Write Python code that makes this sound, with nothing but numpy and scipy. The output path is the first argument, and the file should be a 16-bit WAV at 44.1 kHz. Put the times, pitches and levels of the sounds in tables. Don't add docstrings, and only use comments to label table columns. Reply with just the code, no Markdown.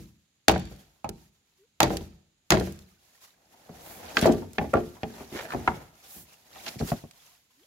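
import sys
import numpy as np
from scipy import signal
from scipy.fft import rfft, irfft, next_fast_len
from scipy.io import wavfile

SR = 44100
rng = np.random.default_rng(int(sys.argv[2]) if len(sys.argv) > 2 else 0)


def dump(signal):
    limited = np.clip(np.atleast_2d(signal).T, -1, 1)
    pcm = np.round(limited * 32767).astype(np.int16)
    wavfile.write(sys.argv[1], SR, pcm)


N = 337806
TIME = np.arange(N) / SR
AGE = np.arange(24576) / SR

# frequency_hz, level_db_per_hz
AIR_COLOUR = [(25, -18), (55, -9), (90, -7.5), (230, -11), (450, -20.5), (1000, -26), (2000, -23.5),
              (4000, -21), (5400, -27.5), (10000, -33), (15500, -41.5)]
# frequency_hz, level_db_per_hz
INSECT_COLOUR = [(5600, -20), (6400, -3.5), (6850, 2.5), (7300, -4.5), (8000, -19.5)]
AIR_DB, INSECTS_DB = -74, -80.5
# start_s, length_s, start_hz, end_hz, level_db
RISING_TONES = [(1.579, 0.087, 378, 540, -60), (7.557, 0.11, 270, 806, -64)]
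# frequency_hz, left_minus_right_db
PORT_COLOUR = [(30, 1.4), (150, 0.45), (300, 0.3), (550, 2.7), (1100, -0.8), (2200, -1.7), (4500, -2),
               (8000, -1.5), (12000, -4), (16000, 3.5)]
TOP_HZ = 15700

# full_strength_s, attack_s, hold_s, release_s, leaves_drive_db, scrape_drive_db
LITTER_PUSHES = [(0, .05, 0, .17, -54.5, -72), (.72, .2, .05, .38, -60.5, -61),
                 (1.18, .15, .05, .2, -64, -72), (1.5, .2, .1, .3, -73.5, -90),
                 (1.92, .08, .02, .16, -47.5, -52), (2.6, .08, .07, .11, -47, -54),
                 (2.8, .1, .02, .35, -62, -70), (3.04, .15, .06, .25, -62.5, -68),
                 (3.25, .16, .01, .1, -53.5, -72), (3.56, .2, .03, .3, -62, -67),
                 (3.77, .35, .2, .3, -56, -51), (4.08, .5, .08, .15, -50.5, -40.5),
                 (4.21, .12, .03, .2, -37.5, -36), (4.67, .5, .22, .25, -54, -57),
                 (5.14, .22, .1, .2, -51.5, -46), (5.36, .13, .05, .24, -45.5, -40.5),
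                 (5.54, .1, .22, .17, -51.5, -41.5), (5.85, .1, .08, .2, -63, -66),
                 (6.1, .22, .08, .12, -51.5, -57), (6.3, .08, .05, .2, -57, -62),
                 (6.68, .27, .01, .14, -42.5, -43), (6.86, .13, .04, .2, -43, -48),
                 (7.2, .2, .1, .2, -56, -72), (7.62, .5, .04, .2, -65, -80)]
PUSH_RANGE_DB = 20
SHAKE_DB, SHAKE_T60_S = -53, .85
STRAY_LEAVES_DB = -84
# frequency_hz, level_db_per_hz
LEAF_COLOUR = [(450, -5.5), (800, -6.5), (1200, -7.5), (2000, -4), (4500, -3.5), (7000, -3.5),
               (8400, -10.5), (11700, -4.5), (15500, -11)]
# frequency_hz, level_db_per_hz
SCRAPE_COLOUR = [(30, -23.5), (45, -6.5), (70, 1), (130, -3.5), (200, -1), (320, -3), (480, -3), (760, 1),
                 (1100, -11), (1800, -12.5), (3200, -21.5)]
# start_s, length_s, level_db
CLOTH_BRUSHES = [(3.791, 0.25, -49), (6.055, 0.21, -46.5), (6.824, .13, -46)]
# frequency_hz, level_db_per_hz
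CLOTH_COLOUR = [(1500, -12), (4000, -16), (7000, -1.5), (8500, -3), (12000, 3.5), (15500, 2)]
# start_s, length_s, level_db, wall_pitch_hz, grating_relative_db
POLE_RUBS = [(5.16, .08, -51, 800, 0), (5.314, .06, -37.5, 400, -6), (5.335, .1, -40, 700, 5),
             (5.415, .07, -44, 620, 1), (5.48, .075, -41.5, 1200, 1), (6.535, .06, -51, 760, -3),
             (6.655, .045, -44, 830, 2), (6.865, .05, -45, 380, -2)]
# frequency_hz, level_db_per_hz
GRATE_COLOUR = [(500, -8), (1200, -3), (1800, 3), (2300, -3), (3200, -10), (5000, -15), (8000, -28)]
RUB_PER_S, RUB_SPREAD_DB = 450, 16
RUB_DAMPED_SHARE = .35
# start_s, length_s, level_db, centre_hz
STALK_CRUNCHES = [(3.84, .1, -58, 3000), (4.03, .1, -54, 2400), (4.18, .02, -32, 4000),
                  (4.208, .05, -35, 3000), (4.255, .025, -36, 4500), (4.312, .016, -41, 5200),
                  (5.345, .08, -49, 3600), (6.658, .02, -38, 3500), (6.672, .022, -37, 4000),
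                  (6.782, .03, -44, 4800), (6.865, .055, -45, 6000)]
# multiple_of_centre, level_db_per_hz
STALK_COLOUR = [(.2, -14), (.45, -2), (1, 0), (1.6, -4), (2.1, -16), (3.6, -23)]
CRUNCH_PER_S, CRUNCH_SPREAD_DB, CRUNCH_T60_S = 240, 22, .024

# start_s, level_db (before the lift in snap), centre_hz
TWIG_SNAPS = [(0.513, -35.5, 11000), (1.091, -33, 6200), (1.9695, -29.5, 4800), (2.598, -34, 4410),
              (2.7233, -45, 8470), (2.79, -50, 5500), (4.2137, -30, 5500), (4.26, -31, 5200),
              (4.5326, -44.5, 9000), (4.737, -40, 7500), (7.1108, -48, 3800)]
SPLINTER_DB, SPLINTER_HZ, SPLINTER_SPAN_S, SPLINTER_FALL_DB_PER_S = -29, 5500, .34, 90

# frequency_hz, level_db, t60_s
WHOLE_POLE_MODES = [(81, -11, .6), (135, -15, .35), (186, -5, .5), (209, -4, .48), (250, -3, .16),
                    (294, -3, 0.22), (332, .5, 0.32), (378, -1, .22), (428, -1.5, 0.22), (480, -4, 0.24),
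                    (580, -6, .18), (650, -8, .18), (713.7, -7, 0.14), (797, -3, 0.2), (980, -9.5, 0.08),
                    (1330, -12, 0.07), (1414, -10, 0.1), (1560, -13, .1), (1800, -14, .09),
                    (2100, -16, .08), (2450, -18, 0.07), (3080, -14.5, 0.06), (4500, -19.5, .08)]
# frequency_hz, level_db, t60_s
CUT_POLE_MODES = [(160, -5.5, 0.3), (228, 1.5, 0.38), (246, -4, .34), (284.2, 0, 0.22), (355, -2, 0.33),
                  (403, -2, 0.25), (440, -3, .3), (516, -10, 0.24), (590, -9, 0.13), (636, -2, 0.16),
                  (705, -5, 0.13), (800, -6.5, .17), (866, -16, 0.14), (1175, -17, 0.16), (1404, -22, 0.06),
                  (1800, -26, 0.08)]
# multiple_of_clack_pitch, level_db, t60_s
WALL_MODES = [(0.572, -8.5, 0.077), (0.799, -1, .11), (1, 0.5, .12), (1.118, -7, 0.12), (1.27, -5.5, 0.069),
              (1.548, -12, 0.099), (2.05, -17, 0.056), (2.7, -21.5, 0.1), (3.601, -22, .07)]
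# frequency_hz, level_db, t60_s
SKIN_MODES = [(1175, -3, .06), (1390, 0, .05), (1445, -2, .05), (1780, 0, .045), (1890, -2, .045),
              (2170, -2, .04), (2550, -3, .04), (2870, -3, .035), (3300, -5, .035)]
SKIN_DB = -9
# frequency_hz, level_db_per_hz
TICK_COLOUR = [(90, -6.5), (300, -5.5), (600, -8.5), (1300, 3), (2000, 2), (3000, -1.5), (5000, -4.5),
               (7000, -8), (9000, -16), (16000, -15.5)]
# frequency_hz, level_db_per_hz
WHOLE_THUD_COLOUR = [(20, -32), (38, -15.5), (54, 3), (75, -1), (105, -4.5), (160, 1), (230, -6),
                     (400, -18.5), (1000, -46.5)]
# frequency_hz, level_db_per_hz
CUT_THUD_COLOUR = [(22, -23.5), (38, -22), (57, -3.5), (80, -4.5), (110, -5.5), (165, -4), (230, -6.5),
                   (400, -17), (1000, -43)]
HELD_T60_S = .22
BUMP_HZ, BUMP_TICK_DB, BUMP_CLACK_DB, BUMP_RING_DB, BUMP_THUD_DB = 760, -11, -7, -5, -13
# start_s, lower_tone_hz, upper_tone_hz, tones_db, tones_t60_s,
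# cluster_bottom_hz, cluster_top_hz, cluster_db
SECTION_RINGS = [(.483, 755, 803, -17, .11, 2750, 4600, -22), (1.044, 825, 915, -31, .11, 2330, 2700, -39),
                 (1.804, 795, 845, -18, .11, 1250, 1750, -26), (2.512, 332, 366, -20, .36, 1750, 2150, -22),
                 (4.1695, 1300, 1620, -18, .04, 1780, 3200, -20),
                 (4.583, 775, 835, -25, .2, 1800, 2650, -22.5),
                 (4.7379, 1170, 1385, -19.5, .085, 950, 1450, -22),
                 (5.0323, 750, 815, -31, .11, 1800, 3300, -34),
                 (5.6764, 755, 905, -20, .1, 1010, 2060, -17.5)]
CLUSTER_T60_S, SECTION_RISE_S = .04, .0005
# start_s, tick_db, tick_edge_hz, clack_db, clack_pitch_hz, ring_db, thud_db,
# first_rebound_gap_s (0 if it stays down), first_rebound_clack_db
POLE_KNOCKS = [(-0.06, -42, 4000, -48, 555, -35, -36, 0, 0),
               (0.4945, -17, 4990, -18, 793, -32, -32, .02, -29),
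               (0.54, -31, 2600, -35, 760, -38, -32, 0, 0), (0.5605, -30, 2000, -28, 760, -34, -32, 0, 0),
               (1.09, -70, 900, -46, 400, -40, -42, 0, 0), (0.715, -70, 2000, -50, 480, -49, -49, 0, 0),
               (1.868, -47.5, 2974, -34, 610, -29, -40, 0, 0),
               (1.904, -34, 1700, -29.5, 720, -26, -45, 0, 0), (1.935, -52, 2000, -31, 470, -34, -41, 0, 0),
               (1.958, -60, 1500, -35, 440, -40, -46, 0, 0), (2.008, -75, 1200, -50, 420, -44, -40, 0, 0),
               (2.521, -12, 6800, -23, 723, -21, -27, .031, -30),
               (2.538, -32, 2000, -24, 640, -26, -26, 0, 0), (2.571, -30, 4000, -27, 760, -27, -42, 0, 0),
               (2.609, -34, 1300, -30, 500, -29, -44, 0, 0), (2.672, -40, 1700, -45, 620, -39, -42, 0, 0),
               (3.541, -69, 2000, -57, 930, -64, -75, 0, 0), (3.693, -58, 2500, -46, 710, -47, -48, 0, 0),
               (4.1695, -13.5, 5000, -26, 1550, -32, -40, 0, 0),
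               (4.179, -31, 5000, -31, 660, -28, -47, 0, 0), (4.225, -39, 3000, -28, 720, -26, -25, 0, 0),
               (4.244, -24, 2600, -27, 854, -25, -37, 0, 0), (4.2568, -26, 1200, -13, 650, -22, -50, 0, 0),
               (4.274, -30, 1300, -17, 740, -18, -39.5, .018, -24),
               (4.293, -50, 1200, -25, 300, -21, -32, 0, 0),
               (4.338, -49, 1200, -37, 460, -27, -44.5, .044, -39),
               (4.422, -52, 1480, -42, 883, -41.5, -40.5, 0, 0),
               (4.583, -20.5, 2900, -29, 844, -29, -29, .031, -30),
               (4.7335, -30, 1400, -25, 649, -32, -45, 0, 0),
               (4.7379, -23, 1300, -18, 690, -25, -32, .018, -24),
               (4.752, -45, 1200, -22, 410, -28, -38, 0, 0), (4.771, -38, 1400, -22, 690, -32, -38, 0, 0),
               (4.968, -49, 1520, -50, 945, -70, -70, 0, 0), (5.0323, -30, 3600, -34, 785, -33, -38, 0, 0),
               (5.206, -48, 2000, -46, 750, -42, -51, 0, 0), (5.521, -31, 2500, -37, 1250, -48, -48, 0, 0),
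               (5.535, -37, 1400, -33, 900, -40, -48, 0, 0), (5.547, -40, 1494, -31, 693, -30, -33, 0, 0),
               (5.6764, -15, 1800, -22, 990, -31, -33, 0, 0), (6.161, -72, 1010, -65, 697, -56, -52, 0, 0),
               (6.758, -70, 900, -40, 160, -50, -39, 0, 0), (6.802, -60, 900, -36, 450, -34, -32, 0, 0),
               (6.811, -40, 1200, -30, 720, -35, -29, 0, 0), (6.825, -60, 900, -31, 160, -42, -27, 0, 0),
               (6.9184, -35, 1300, -23, 720, -29, -26, 0, 0), (7.037, -70, 700, -42, 700, -41, -43, 0, 0)]
REBOUND_GAP_SHARE, REBOUND_LOSS_DB, REBOUND_PITCH_SHARE, REBOUND_EDGE_HZ = .9, 6, .86, 2200
REBOUND_TICK_DB, REBOUND_RING_DB, REBOUND_THUD_DB = -12, -1, -10

# start_s, crack_db, tear_db, tear_s, clack_db, clack_pitch_hz, ring_db, thud_db
BLADE_BLOWS = [(0.4821, -5, -20.5, 0.023, -21, 797, -19, -26.5),
               (1.044, -44, -50, 0.011, -30, 820, -51.5, -40),
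               (1.8032, -9, -22, .03, -22, 650, -28.5, -34.5),
               (1.83, -12, -30, 0.0249, -20, 732, -25.5, -24.5),
               (2.5044, -9.5, -19.5, 0.027, -26.5, 800, -32, -28)]
# frequency_hz, level_db_per_hz
CRACK_COLOUR = [(200, -15.5), (700, -1.5), (1500, 2), (3000, -0.5), (4500, -0.5), (5300, -9), (6800, 0),
                (8000, -13), (12000, -12), (16000, -16.5)]
# frequency_hz, level_db_per_hz
FIBRE_COLOUR = [(300, -11.5), (600, 0), (850, 9.5), (1200, 2), (1800, 2.5), (3000, -6), (4500, -4.5),
                (5300, -11), (6800, -10), (8000, -20), (16000, -25.5)]


def amp(db):
    return np.exp(np.asarray(db) * (np.log(10) / 20))


def fade(t60):
    return np.exp(-np.log(1000) * AGE / max(t60, 1e-3))


def swell(rise_s):
    return 1 - np.exp(-AGE / max(rise_s, 1e-5))


def add(out, s, sound):
    i = int(s * SR)
    out[:, max(i, 0):i + sound.shape[1]] += sound[:, max(-i, 0):N - i]


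def ports(pair, wide_hz=700):
    hz = np.fft.rfftfreq(pair.shape[1], 1 / SR)
    side = irfft(rfft(pair[1]) * hz / np.hypot(hz, wide_hz), pair.shape[1])
    return np.array([pair[0] + side, pair[0] - side])


def grains(colour, size, spread_db=0, ripple_db=0, ripple_hz=150):
    strength = np.repeat(rng.exponential(size=size // 16 + 1), 16)[:size].clip(0, 6)
    noise = rng.standard_normal((2, size)) * amp(spread_db * strength)
    hz, db = np.transpose(colour)
    f = np.fft.rfftfreq(size, 1 / SR) + 1e-3
    peaks = rng.standard_normal(size=400)
    ripple = ripple_db * np.interp(f, ripple_hz * np.arange(len(peaks)), peaks)
    gain = amp(np.interp(np.log(f), np.log(hz), db) + ripple)
    gain *= np.minimum(f / hz[0], 1) ** 2 * np.minimum(hz[-1] / f, 1) ** 2
    x = ports(irfft(rfft(noise) * gain, size))
    return x / x.std()


def tube(modes, scatter_db=3.3, detune=.012, port_phase=1.0):
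    hz, db, t60 = np.transpose(modes)[:, :, None]
    weight, shift, lag, phase = rng.standard_normal((len(hz), 4)).T[:, :, None]
    gain = amp(db + scatter_db * weight)
    pole = 2j * np.pi * hz * (1 + detune * shift) - np.log(1000) / t60
    blocks = AGE.reshape(128, -1)
    starts = gain * np.exp(pole * blocks[:, 0] + 1j * np.pi * phase)
    within = np.exp(pole * blocks[0])
    turn = np.exp(1j * port_phase * lag * hz / (hz + 900))
    heard = np.array([((starts * t).T @ within).imag.ravel() for t in (turn, 1 / turn)])
    return heard / np.sqrt(np.sum(gain ** 2) / 2)


def catches(rate, depth_db):
    steps = np.arange(0, 8, 1 / rate)
    return amp(depth_db * np.interp(TIME, steps, rng.standard_normal(len(steps))))


def slips(length, rate, spread_db, count=96):
    gap, strength = rng.random((count, 2)).T
    when = np.cumsum(.1 + 2.7 * gap ** 2) / rate
    arch = np.sin(np.pi * np.minimum(when / length, 1))
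    train = np.zeros(len(AGE))
    index = np.minimum(when * SR, len(AGE) - 1).astype(int)
    np.add.at(train, index, arch * amp(spread_db * (strength - 1)))
    return train


def excite(train, response, length):
    x = signal.fftconvolve(train[None], response, axes=1)[:, :len(AGE)]
    return x / np.sqrt(np.sum(x ** 2) / (2 * length * SR) + 1e-18)


def background():
    size = next_fast_len(N)
    air = amp(AIR_DB) * grains(AIR_COLOUR, size)
    insects = amp(INSECTS_DB) * grains(INSECT_COLOUR, size)
    out = (air + insects)[:, :N]
    for s, length, start_hz, end_hz, db in RISING_TONES:
        u = np.linspace(0, 1, int(length * SR))
        hz = start_hz + (end_hz - start_hz) * u ** 3
        tone = np.sin(np.pi * u) * np.sin(2 * np.pi * np.cumsum(hz) / SR)
        add(out, s, amp(db) * tone[None])
    return out


def hillside(x):
    low = grains([(50, 6), (200, -1), (500, 2), (1200, -16)], len(AGE)) * fade(.75)
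    high = grains([(500, -6.5), (1500, 1), (5000, 2.5), (15000, -10)], len(AGE), spread_db=3) * fade(0.6)
    echo = (amp(-40) * low + amp(-21.5) * high) * swell(.02) / np.sqrt(SR / 20)
    return signal.fftconvolve(x, echo, axes=1)[:, :N]


def stalks(count=2600, cycles=26, spread_db=3):
    out, t = np.zeros((2, N)), AGE[:1024]
    for when, pitch, size, side in rng.random((count, 4)):
        hz = 700 * 10 ** pitch
        ping = np.sin(2 * np.pi * hz * t) * np.exp(-np.pi * hz * t / cycles) * np.sqrt(hz)
        strength = amp(-spread_db * np.log(size + 0.004))
        port_gains = [np.cos(3 * side - .7), np.sin(3 * side - .7)]
        add(out, when * N / SR, strength * np.outer(port_gains, ping))
    return out / out.std()


def pushes():
    t = TIME[::64]
    s, attack, hold, release, leaves_db, scrape_db = np.transpose(LITTER_PUSHES)[:, :, None]
    before = np.maximum(s - t, 0) / np.maximum(attack, .01)
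    after = np.maximum(t - s - hold, 0) / np.maximum(release, .01)
    shape_db = -PUSH_RANGE_DB * np.minimum(before + after, 10)
    leaves = np.interp(TIME, t, np.sum(amp(leaves_db + shape_db) ** 2, axis=0))
    scrape = np.interp(TIME, t, np.sum(amp(scrape_db + shape_db) ** 2, axis=0))
    shaken = np.zeros((1, N))
    for start, crack_db, *_ in BLADE_BLOWS:
        add(shaken, start, (amp(crack_db + SHAKE_DB) * fade(SHAKE_T60_S)[None]) ** 2)
    return np.sqrt(leaves + shaken[0] + amp(STRAY_LEAVES_DB) ** 2), np.sqrt(scrape)


def litter(rustle, drag):
    size = next_fast_len(N)
    clumps = catches(45, 2.2)
    leaf_noise = grains(LEAF_COLOUR, size, spread_db=1.0)[:, :N]
    leaves = (amp(-1.5) * leaf_noise + amp(-8) * stalks()) * rustle
    scrape = amp(-4.5) * grains(SCRAPE_COLOUR, size, spread_db=2)[:, :N] * drag
    out = (leaves + scrape) * clumps
    for s, length, db in CLOTH_BRUSHES:
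        stroke = np.sin(np.pi * np.minimum(AGE / length, 1))
        add(out, s, amp(db) * grains(CLOTH_COLOUR, len(AGE)) * stroke)
    return out


def rubs():
    out = np.zeros((2, N))
    for s, length, db, hz, grate_db in POLE_RUBS:
        modes = [(hz * ratio, level, t60 * RUB_DAMPED_SHARE) for ratio, level, t60 in WALL_MODES]
        wall = tube(modes, scatter_db=2.5, detune=.03)
        grate = grains(GRATE_COLOUR, len(AGE), ripple_db=3) * fade(.015)
        train = slips(length, RUB_PER_S, RUB_SPREAD_DB)
        add(out, s, amp(db) * excite(train, wall + amp(grate_db) * grate, length))
    return out


def crunches(count=3, size=1024):
    out = np.zeros((2, N))
    for s, length, db, hz in STALK_CRUNCHES:
        colour = [(hz * ratio, level) for ratio, level in STALK_COLOUR]
        for _ in range(count):
            stalk = grains(colour, size, ripple_db=4, ripple_hz=260) * fade(CRUNCH_T60_S)[:size]
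            train = slips(length, CRUNCH_PER_S, CRUNCH_SPREAD_DB)
            add(out, s, amp(db) * excite(train, stalk, length) / np.sqrt(count))
    return out


def snap(db, hz, size=2048):
    colour = [(hz / 5, -10), (hz * 0.23, -5), (hz, 0), (hz * 2.6, -8), (hz * 3, -14)]
    return amp(db + 3.5) * grains(colour, size, spread_db=-1.5) * fade(.021)[:size]


def snaps(count=7):
    out = np.zeros((2, N))
    for s, db, hz in TWIG_SNAPS:
        add(out, s, snap(db, hz))
    for s, crack_db, *_ in BLADE_BLOWS:
        for k, (when, pitch) in enumerate(rng.random((count, 2))):
            age = SPLINTER_SPAN_S * (k + when) / count
            db = crack_db + SPLINTER_DB - SPLINTER_FALL_DB_PER_S * age
            add(out, s + age, snap(db, SPLINTER_HZ * 2 ** (pitch - .5)))
    return out


def body(modes, ground, clack_db, clack_hz, ring_db, thud_db):
    wall_modes = [(clack_hz * ratio, db, t60) for ratio, db, t60 in WALL_MODES]
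    wall = tube(wall_modes, scatter_db=1.1, detune=0.016, port_phase=1.3)
    hump = [(clack_hz / 4, -11), (clack_hz / 2, -4), (clack_hz, 0),
            (clack_hz, -8), (clack_hz * 1.5, -18), (clack_hz * 5, -34)]
    rattle = grains(hump, len(AGE)) * fade(.16) * swell(0.0039)
    clack = (wall * (0.88 + amp(-4.5) * fade(0.02)) + amp(-5) * rattle) * swell(0.00013)
    ring = tube(modes) * swell(0.0011) * (1 + amp(-9) * fade(0.06))
    thud_shape = fade(0.46) * swell(0.0026) + amp(-1) * fade(0.061) * swell(.0008)
    thud = grains(ground, len(AGE)) * thud_shape
    return amp(clack_db) * clack + amp(ring_db) * ring + amp(thud_db) * thud


def contact(s, tick_db, edge_hz, *pole, parted_s=3, held_s=6.7, size=8192):
    def dull(hz):
        return -10 * np.log10(1 + (hz / edge_hz) ** 5)

    tick = grains([(hz, db + dull(hz)) for hz, db in TICK_COLOUR], size, ripple_db=1.5)
    tick = tick * (fade(0.021) + amp(-21) * fade(.15))[:size]
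    skin_modes = [(hz, db + dull(hz), t60) for hz, db, t60 in SKIN_MODES]
    skin = tube(skin_modes, scatter_db=2.5)[:, :size]
    if s < parted_s:
        sound = body(WHOLE_POLE_MODES, WHOLE_THUD_COLOUR, *pole)
    else:
        sound = body(CUT_POLE_MODES, CUT_THUD_COLOUR, *pole)
    if s > held_s:
        sound = sound * fade(HELD_T60_S)
    sound[:, :size] += amp(tick_db) * (tick + amp(SKIN_DB) * skin) * swell(.2 / edge_hz)[:size]
    return sound


def bumps(drag, start_s=4.8, end_s=6.7, count=7):
    out = np.zeros((2, N))
    for k, (when, pitch) in enumerate(rng.random((count, 2))):
        s = start_s + (end_s - start_s) * (k + when) / count
        clack_hz = BUMP_HZ * 2 ** (pitch - .5)
        knock = contact(s, BUMP_TICK_DB, REBOUND_EDGE_HZ, BUMP_CLACK_DB, clack_hz, BUMP_RING_DB, BUMP_THUD_DB)
        add(out, s, np.interp(s, TIME, drag) * knock)
    return out


def sections(count=5):
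    out = np.zeros((2, N))
    for s, low_hz, high_hz, db, t60, bottom_hz, top_hz, cluster_db in SECTION_RINGS:
        tones = tube([(low_hz, 0, t60), (high_hz, 0, t60)], scatter_db=.8, detune=.003, port_phase=.8)
        cluster_modes = [(hz, 0, CLUSTER_T60_S) for hz in np.geomspace(bottom_hz, top_hz, count)]
        cluster = tube(cluster_modes, scatter_db=1.5, detune=.015, port_phase=.8)
        add(out, s, (amp(db) * tones + amp(cluster_db) * cluster) * swell(SECTION_RISE_S))
    return out


def knocks(count=2):
    out = np.zeros((2, N))
    for s, tick_db, edge_hz, clack_db, clack_hz, ring_db, thud_db, gap, db in POLE_KNOCKS:
        add(out, s, contact(s, tick_db, edge_hz, clack_db, clack_hz, ring_db, thud_db))
        for _ in range(count if gap > 0 else 0):
            s += gap
            rebound = contact(s, db + REBOUND_TICK_DB, REBOUND_EDGE_HZ, db, clack_hz * REBOUND_PITCH_SHARE,
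                              db + REBOUND_RING_DB, db + REBOUND_THUD_DB)
            add(out, s, rebound)
            gap *= REBOUND_GAP_SHARE
            db -= REBOUND_LOSS_DB
    return out


def chops():
    out = np.zeros((2, N))
    for s, crack_db, tear_db, tear_s, *pole in BLADE_BLOWS:
        crack = grains(CRACK_COLOUR, len(AGE), ripple_db=1.8, ripple_hz=306.3)
        crack = crack * swell(0.00025) * np.exp(-(AGE / .0035) ** 2)
        tear = grains(FIBRE_COLOUR, len(AGE), spread_db=3.0, ripple_db=2.0)
        tear = tear * swell(0.00077) * np.exp(-(AGE / tear_s) ** 2 / 2)
        struck = body(WHOLE_POLE_MODES, WHOLE_THUD_COLOUR, *pole)
        add(out, s, amp(crack_db) * crack + amp(tear_db) * tear + struck)
    return out


def scene():
    rustle, drag = pushes()
    blows = chops() + knocks() + sections() + snaps() + bumps(drag) + crunches() + rubs()
    return background() + hillside(blows) + litter(rustle, drag) + blows


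def record(dry):
    size = next_fast_len(N)
    hz, db = np.transpose(PORT_COLOUR)
    tilt = np.interp(np.log(np.fft.rfftfreq(size, 1 / SR) + 1), np.log(hz), db)
    heard = irfft(rfft(dry, size) * amp(np.array([tilt, -tilt]) / 2), size)[:, :N]
    heard = signal.sosfilt(signal.butter(3, 36, "high", fs=SR, output="sos"), heard)
    treble_cut = signal.ellip(8, .2, 70, TOP_HZ, fs=SR, output="sos")
    return signal.sosfilt(treble_cut, np.tanh(heard))


dry = scene()
out = record(dry)
dump(out)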